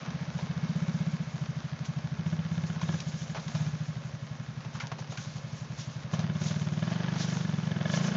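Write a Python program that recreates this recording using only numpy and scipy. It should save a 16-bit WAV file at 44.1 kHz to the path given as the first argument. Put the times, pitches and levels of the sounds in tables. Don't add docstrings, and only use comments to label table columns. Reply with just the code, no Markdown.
import sys
import numpy as np
from scipy import signal
from scipy.io import wavfile

SR = 44100
rng = np.random.default_rng(int(sys.argv[2]) if len(sys.argv) > 2 else 0)


def amplitude_ratio(level_db):
    exponent = np.asarray(level_db, float) / 20
    return 10 ** exponent


def put_to_file(sound):
    columns = np.atleast_2d(sound).T
    safe = np.clip(columns, -1, 1)
    whole_steps = np.round(safe * 32767)
    wavfile.write(sys.argv[1], SR, whole_steps.astype(np.int16))


N = 359856
IDLE_DB = -28


def rms_one(x):
    return x / np.sqrt(np.mean(x ** 2) + 1e-20)


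def over_time(times_s, values):
    return np.interp(np.arange(N) / SR, times_s, values)


def resonance(x, hz, width_hz):
    r = np.exp(-np.pi * width_hz / SR)
    feedback = [1, -2 * r * np.cos(2 * np.pi * hz / SR), r * r]
    return signal.lfilter(np.array([1, 0, -1]) * (1 - r * r) / 2, feedback, x)


def rings(drive, modes):
    total = 0
    for k, (hz, width_hz, db) in enumerate(modes):
        total = total + (-1) ** k * amplitude_ratio(db) * resonance(drive, hz, width_hz) / np.sqrt(width_hz)
    return rms_one(total)


def band(x, low_hz, high_hz):
    return signal.sosfilt(signal.butter(2, [low_hz, high_hz], "band", fs=SR, output="sos"), x)


def drift(rate_hz):
    r = np.exp(-80 * np.pi * rate_hz / SR)
    slow = signal.lfilter([1], [1, -2 * r, r * r], rng.standard_normal(N // 40 + 2002))[2000:]
    return np.interp(np.arange(N) / 40, np.arange(len(slow)), rms_one(slow))


def clicks(seconds, sizes):
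    out = np.full(N + SR, 1e-18)
    np.add.at(out, np.round(np.asarray(seconds) * SR).astype(int), sizes)
    return out[:N]


def grains(per_s, spread_db):
    sizes = amplitude_ratio(spread_db * np.minimum(rng.exponential(1, (2, N)), 5))
    sizes = sizes * rng.choice([-1, 1], (2, N))
    return sizes * (rng.random((2, N)) < per_s / SR)


def coloured(sources, spectrum, patchy_db):
    hz, level_db = np.transpose(spectrum)
    out, edges = 0, 200 * 2 ** np.arange(0, 5.5, 1 / 3)
    for k, (low, high) in enumerate(zip(edges, edges[1:])):
        gain_db = np.interp(np.log(low * high) / 2, np.log(hz), level_db, left=-60)
        flicker_db = patchy_db * drift(21)
        out = out + amplitude_ratio(gain_db + flicker_db) * band(sources[k % 2], low, high)
    return rms_one(out)


def firings():
    # firings so far, gap to the next/ms
    pace = [(0, 61.57), (5, 73.93), (9, 63.35), (14, 61.44), (25, 82.27), (37, 60.65), (49, 87.25),
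            (52, 71.67), (57, 87.74), (82, 86.12), (83, 71.03), (100, 41.52), (108, 40.35), (116, 53.45),
            (121, 37.4), (126, 34.8)]
    # firings so far, change of the gap/ms
    flicks = [
        (32, -6.46),
        (41, -9.99),
        (42, -13.87),
        (51, -16.86),
        (82, -30.88),
        (87, -14.09),
        (96, -6.21),
        (114, -11.65),
    ]
    # from t/s, hold/s, pressure above idle/dB
    throttle = [(.12, .12, 1), (.33, .25, 3), (.6, .1, 6.5), (.74, .34, 7.3), (1.39, .12, 2.5),
                (1.85, .25, 2.5), (2.17, .04, 4.5), (2.24, .12, 7), (2.5, .1, 6.5), (2.81, .08, 6.7),
                (3.52, .08, 3.3), (3.94, .04, 2), (6.11, .15, 10), (6.27, .55, 8), (6.43, .05, 9),
                (6.8, .04, 10.5), (6.86, .08, 12), (6.9, .5, 11), (7.38, .15, 11), (7.55, .36, 10.7),
                (7.9, .3, 12.2)]
    # t/s, loss/dB
    lean = [
        (.018, -8),
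        (1.266, -5),
        (2.449, -1.5),
        (2.995, -8),
        (3.37, -2),
        (7.629, -1.5),
    ]
    first_s, flick_fades_firings, closing_db_per_s = .0167, 2.5, 25
    count, gap_ms = np.transpose(pace)
    each = np.arange(count[-1] + 1)
    gaps = np.interp(each, count, gap_ms)
    for first, change_ms in flicks:
        gaps += change_ms * (each >= first) * np.exp(-abs(each - first) / flick_fades_firings)
    at = first_s + np.r_[0, np.cumsum(gaps)] / 1000
    open_db = []
    for s, hold_s, db in throttle:
        sag_db = closing_db_per_s * np.maximum(at - s - hold_s, 0)
        open_db.append((at >= s) * (db - sag_db))
    level_db = IDLE_DB + np.maximum(np.max(open_db, axis=0), 0)
    for s, loss_db in lean:
        level_db[np.argmin(abs(at - s))] += loss_db
    return at, amplitude_ratio(level_db)


def baffles(x):
    return x - 2 * resonance(x, 225, 75)


def silencer(at, pressure):
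    # from t/s, push lag/ms, push share, return lag/ms, return share
    after_puffs = [(0, 11.9, 0.92, 19.4, -0.94), (0.6, 12, 0.95, 16.3, 0.95),
                   (1.25, 13.4, 0.49, 20.5, -0.88), (2.17, 11.1, 0.89, 26.3, -0.44),
                   (3, 15.8, -0.86, 20.1, -1.09), (3.5, 7.4, 0.54, 18.1, 1.1),
                   (3.93, 6.03, -0.6, 21.75, -0.62), (6.1, 10.5, 0.69, 18.6, 0.26),
                   (6.85, 6.95, -0.29, 14, -0.5), (7.43, 10.4, 0.68, 18.3, 0.17),
                   (7.9, 7.23, -0.63, 27.3, -0.37)]
    # f/Hz, width/Hz
    pipe_modes = [(70.0, 240.5), (80.0, 274.3)]
    # f/Hz, width/Hz, gain
    chambers = [(145.0, 28.01, 16.48), (145.0, 22.57, -23.79), (225.09, 41.06, 1.32), (70.0, 44.65, 0.67),
                (328.3, 120.0, 0.74)]
    idle_puff_ms, sharper_ms_per_db, shortest_puff_ms = 1.15, .065, .47
    after_puffs = np.array(after_puffs)
    stretch = np.searchsorted(after_puffs[:, 0], at + .006) - 1
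    _, push_ms, push, back_ms, back = after_puffs[stretch].T
    gas = 0
    for k in np.unique(stretch):
        size = pressure * (stretch == k)
        train = clicks(at, size)
        train = train + clicks(at + push_ms / 1000, size * push)
        train = train + clicks(at + back_ms / 1000, size * back)
        load_db = 20 * np.log10(size[size > 0].mean()) - IDLE_DB
        puff_ms = max(idle_puff_ms - sharper_ms_per_db * load_db, shortest_puff_ms)
        puff = signal.windows.gaussian(501, puff_ms / 1000 * SR)
        gas = gas + signal.oaconvolve(train, puff, "same")
    for hz, width_hz in pipe_modes:
        gas = resonance(gas, hz, width_hz)
    thump = -.8945 * gas
    for hz, width_hz, gain in chambers:
        thump = thump + gain * resonance(gas, hz, width_hz)
    thump = baffles(thump - .55 * resonance(thump, 55, 34))
    revs = np.clip(over_time(at, (1 / np.gradient(at) - 19) / 5), 0, 1)
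    return thump - revs * resonance(thump, 66, 60)


def tail_pipe(at, pressure, bark_db):
    # f/Hz, width/Hz, level/dB
    tail_modes = [(309, 45, 0), (368, 13, -4.5), (600, 65, 3.5), (1070, 440, 0), (1454, 120, 0),
                  (1701, 47, -0.5), (2200, 120, -4.5), (3015, 140, -3), (3560, 180, -5)]
    uneven = pressure ** 1.33 * amplitude_ratio(1.9 * rng.standard_normal(len(at)))
    r = np.exp(-1 / (0.0044 * SR))
    jet = signal.lfilter([1], [1, -2 * r, r * r], clicks(np.maximum(at - .002, 0), uneven))
    turbulence = rms_one(jet * rng.standard_normal(N))
    front = rms_one(clicks(at + .005, uneven))
    return amplitude_ratio(bark_db) * rings(turbulence + front, tail_modes)


def rattle(level_db):
    # f/Hz, level per Hz/dB
    hiss_colour = [(140, -27.5), (240, 0.5), (254, -15), (375, -14), (508, -17), (639, -13), (1630, -14.5),
                   (2140, -19), (4040, -23), (6310, -25.5), (7500, -43), (9750, -69), (16500, -120)]
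    hiss = rng.standard_normal((2, N)) + 0.5 * grains(900, spread_db=7.5)
    return amplitude_ratio(level_db - 0.5) * coloured(hiss, hiss_colour, patchy_db=0.67)


def panels(level_db):
    # f/Hz, width/Hz, level/dB
    cover_modes = [(558, 110, 5), (1081, 24, -1), (1237, 180, -3.5), (1690, 50, -2.5), (2160, 51, -4),
                   (2623, 110, -6.5), (3050, 52, -10.5), (3720, 67, -10)]
    return amplitude_ratio(level_db) * rings(grains(1500, spread_db=2.5)[0], cover_modes)


def far_echoes():
    return amplitude_ratio(-53) * rms_one(band(rng.standard_normal(N), 60, 190))


def rolling():
    # peak t/s, peak level/dB, time to rise 10 dB/s, time to fall 10 dB/s
    crunches = [(.41, -51.5, .1, .1), (.91, -54, .9, 2), (1.86, -48.5, .025, .05), (2.27, -54, .05, .4),
                (2.66, -53.5, .5, .3), (2.82, -48.5, .035, 1.5), (3.22, -45, .12, .045),
                (3.38, -50, .055, .25), (3.5, -49, .13, .2), (3.57, -44.5, .05, .07), (3.62, -52.5, .1, .6),
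                (4.75, -47, .015, .04), (4.82, -50, .035, .035), (5, -48.5, .025, .025),
                (5.11, -48.5, .025, .12), (5.2, -47.5, .02, .28), (5.57, -51.5, .25, .2),
                (5.8, -43, .045, .08), (5.95, -52, .5, .2), (6.14, -42, .02, .025), (6.48, -40.5, .09, .08),
                (6.5, -46, .1, .24), (6.95, -48.5, .4, .05), (7.21, -37, .05, .06), (7.3, -41.5, .055, .16),
                (7.55, -52, .5, .6), (7.95, -36, .05, .06), (8.07, -41, .17, .07)]
    still_db = -58
    t = np.arange(0, N, 32) / SR
    each = [db - 10 * np.maximum((s - t) / rise, (t - s) / fall) for s, db, rise, fall in crunches]
    return over_time(t, np.maximum(np.max(each, axis=0), still_db))


def leaves(level_db):
    # f/Hz, level per Hz/dB
    crackle_colour = [(1500, -13.5), (2500, -10.5), (3500, -6.5), (5000, -7.5), (6500, -4.5), (7600, -1.5)]
    sink_db = np.minimum(level_db + 56, 0)
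    crush_db = level_db + sink_db + drift(18)
    return amplitude_ratio(crush_db) * coloured(grains(5000, spread_db=2.0), crackle_colour, patchy_db=2.0)


def rack():
    # from t/s, loudest t/s, until t/s, level/dB, f/Hz, width/Hz
    rasp = (.3, .85, 1.35, -61, 2200, 130)
    start, top, end, level_db, hz, width_hz = rasp
    swell = over_time([start, top, end], [0, 1, 0]) ** .5
    buzz = rms_one(resonance(grains(2000, spread_db=2.5)[0], hz, width_hz))
    return amplitude_ratio(level_db + 2 * drift(15)) * swell * buzz


def snaps():
    # t/s, low part level/dB, high part level/dB, t60/s, wood f/Hz
    breaks = [(0.389, -30, -56.5, 0.064, 589), (1.852, -46, -35.5, 0.087, 689),
              (2.759, -39.5, -55, 0.12, 1050), (2.814, -30.5, -32, 0.062, 1040),
              (3.002, -44, -30, 0.04, 552), (3.347, -29.5, -45, 0.25, 643), (3.367, -29, -54, 0.041, 1340),
              (3.48, -36.5, -33.5, 0.055, 1060), (3.55, -28.5, -36, 0.07, 619),
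              (4.648, -35.5, -54.5, 0.096, 603), (4.75, -38, -42.5, 0.2, 1080),
              (4.8, -30, -35.5, 0.14, 1390), (4.819, -34, -57, 0.2, 966), (4.869, -43, -38.5, 0.07, 600),
              (4.916, -30, -39, 0.087, 635), (4.987, -31.5, -45, 0.07, 608), (5.121, -36, -41, 0.13, 651),
              (5.173, -33.5, -34.5, 0.099, 1550), (6.135, -27.5, -43, 0.11, 659),
              (6.192, -34.5, -36.5, 0.21, 563), (6.415, -54.5, -34.5, 0.099, 506)]
    out = np.zeros(N)
    t = np.arange(SR // 5) / SR
    for s, low_db, high_db, t60, wood_hz in breaks:
        i = round(s * SR)
        splinters = rng.standard_normal((2, len(t))) * amplitude_ratio(7.3 * rng.standard_normal((2, len(t))))
        shape = amplitude_ratio(-5 - 60 * t / max(t60, .01)) * np.minimum(t / 0.00013, 1)
        wood = resonance(splinters[0], wood_hz, 160)
        wood = wood + .5 * resonance(splinters[0], 1.44 * wood_hz, 350)
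        brittle = band(splinters[1], 2000, 11000)
        out[i:i + len(t)] += shape * (amplitude_ratio(low_db) * rms_one(wood) + amplitude_ratio(high_db) * rms_one(brittle))
    return out


def scene():
    # t/s, engine in view/dB, tail pipe aimed here/dB, jolting of the frame/dB
    stance = [(0, 3, -3, 0), (1.1, .5, -2, 0), (1.8, 2.5, 0, -2), (2.3, -.5, 4, 1), (2.6, -.5, 3, 0),
              (2.9, 0, 7, 2), (3.3, -1, 3, 3), (3.6, 1.5, 1, 0), (4.1, .5, 1, 0), (6.1, 1, 1, 0),
              (6.35, -1, 2, 1), (6.7, -2, 1.5, -1), (7.05, 0, 3, -8), (7.6, -2.5, -1, -4), (7.9, -2, 5, 4),
              (8.16, -1, 2, -1)]
    at, pressure = firings()
    s, *columns = np.transpose(stance)
    view_db, aim_db, jolt_db = [over_time(s, column) for column in columns]
    faster = over_time(at, 1 / np.gradient(at)) - 11.5
    rattle_db = np.maximum(-51 + .72 * faster + view_db, -50.5)
    engine = amplitude_ratio(1.2) * silencer(at - .0032, pressure)
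    engine = engine + tail_pipe(at, pressure, -53 + aim_db)
    engine = engine + rattle(rattle_db) + panels(rattle_db - 6 + jolt_db)
    ground = leaves(rolling()) + rack() + snaps()
    return (engine + far_echoes() + ground)[None]


def band_limit(x):
    return signal.sosfilt(signal.butter(12, 9130, fs=SR, output="sos"), x)


def record(dry):
    x = signal.sosfilt(signal.butter(4, 69, "high", fs=SR, output="sos"), dry)
    x = signal.sosfilt(signal.cheby2(9, 50, 8130, fs=SR, output="sos"), x)
    mirrored = x * np.cos(2 * np.pi * 14850 * np.arange(N) / SR)
    image = signal.sosfilt(signal.butter(8, [7700, 9000], "band", fs=SR, output="sos"), mirrored)
    return band_limit(x + amplitude_ratio(-30) * image)


dry = scene()
out = record(dry)
put_to_file(out)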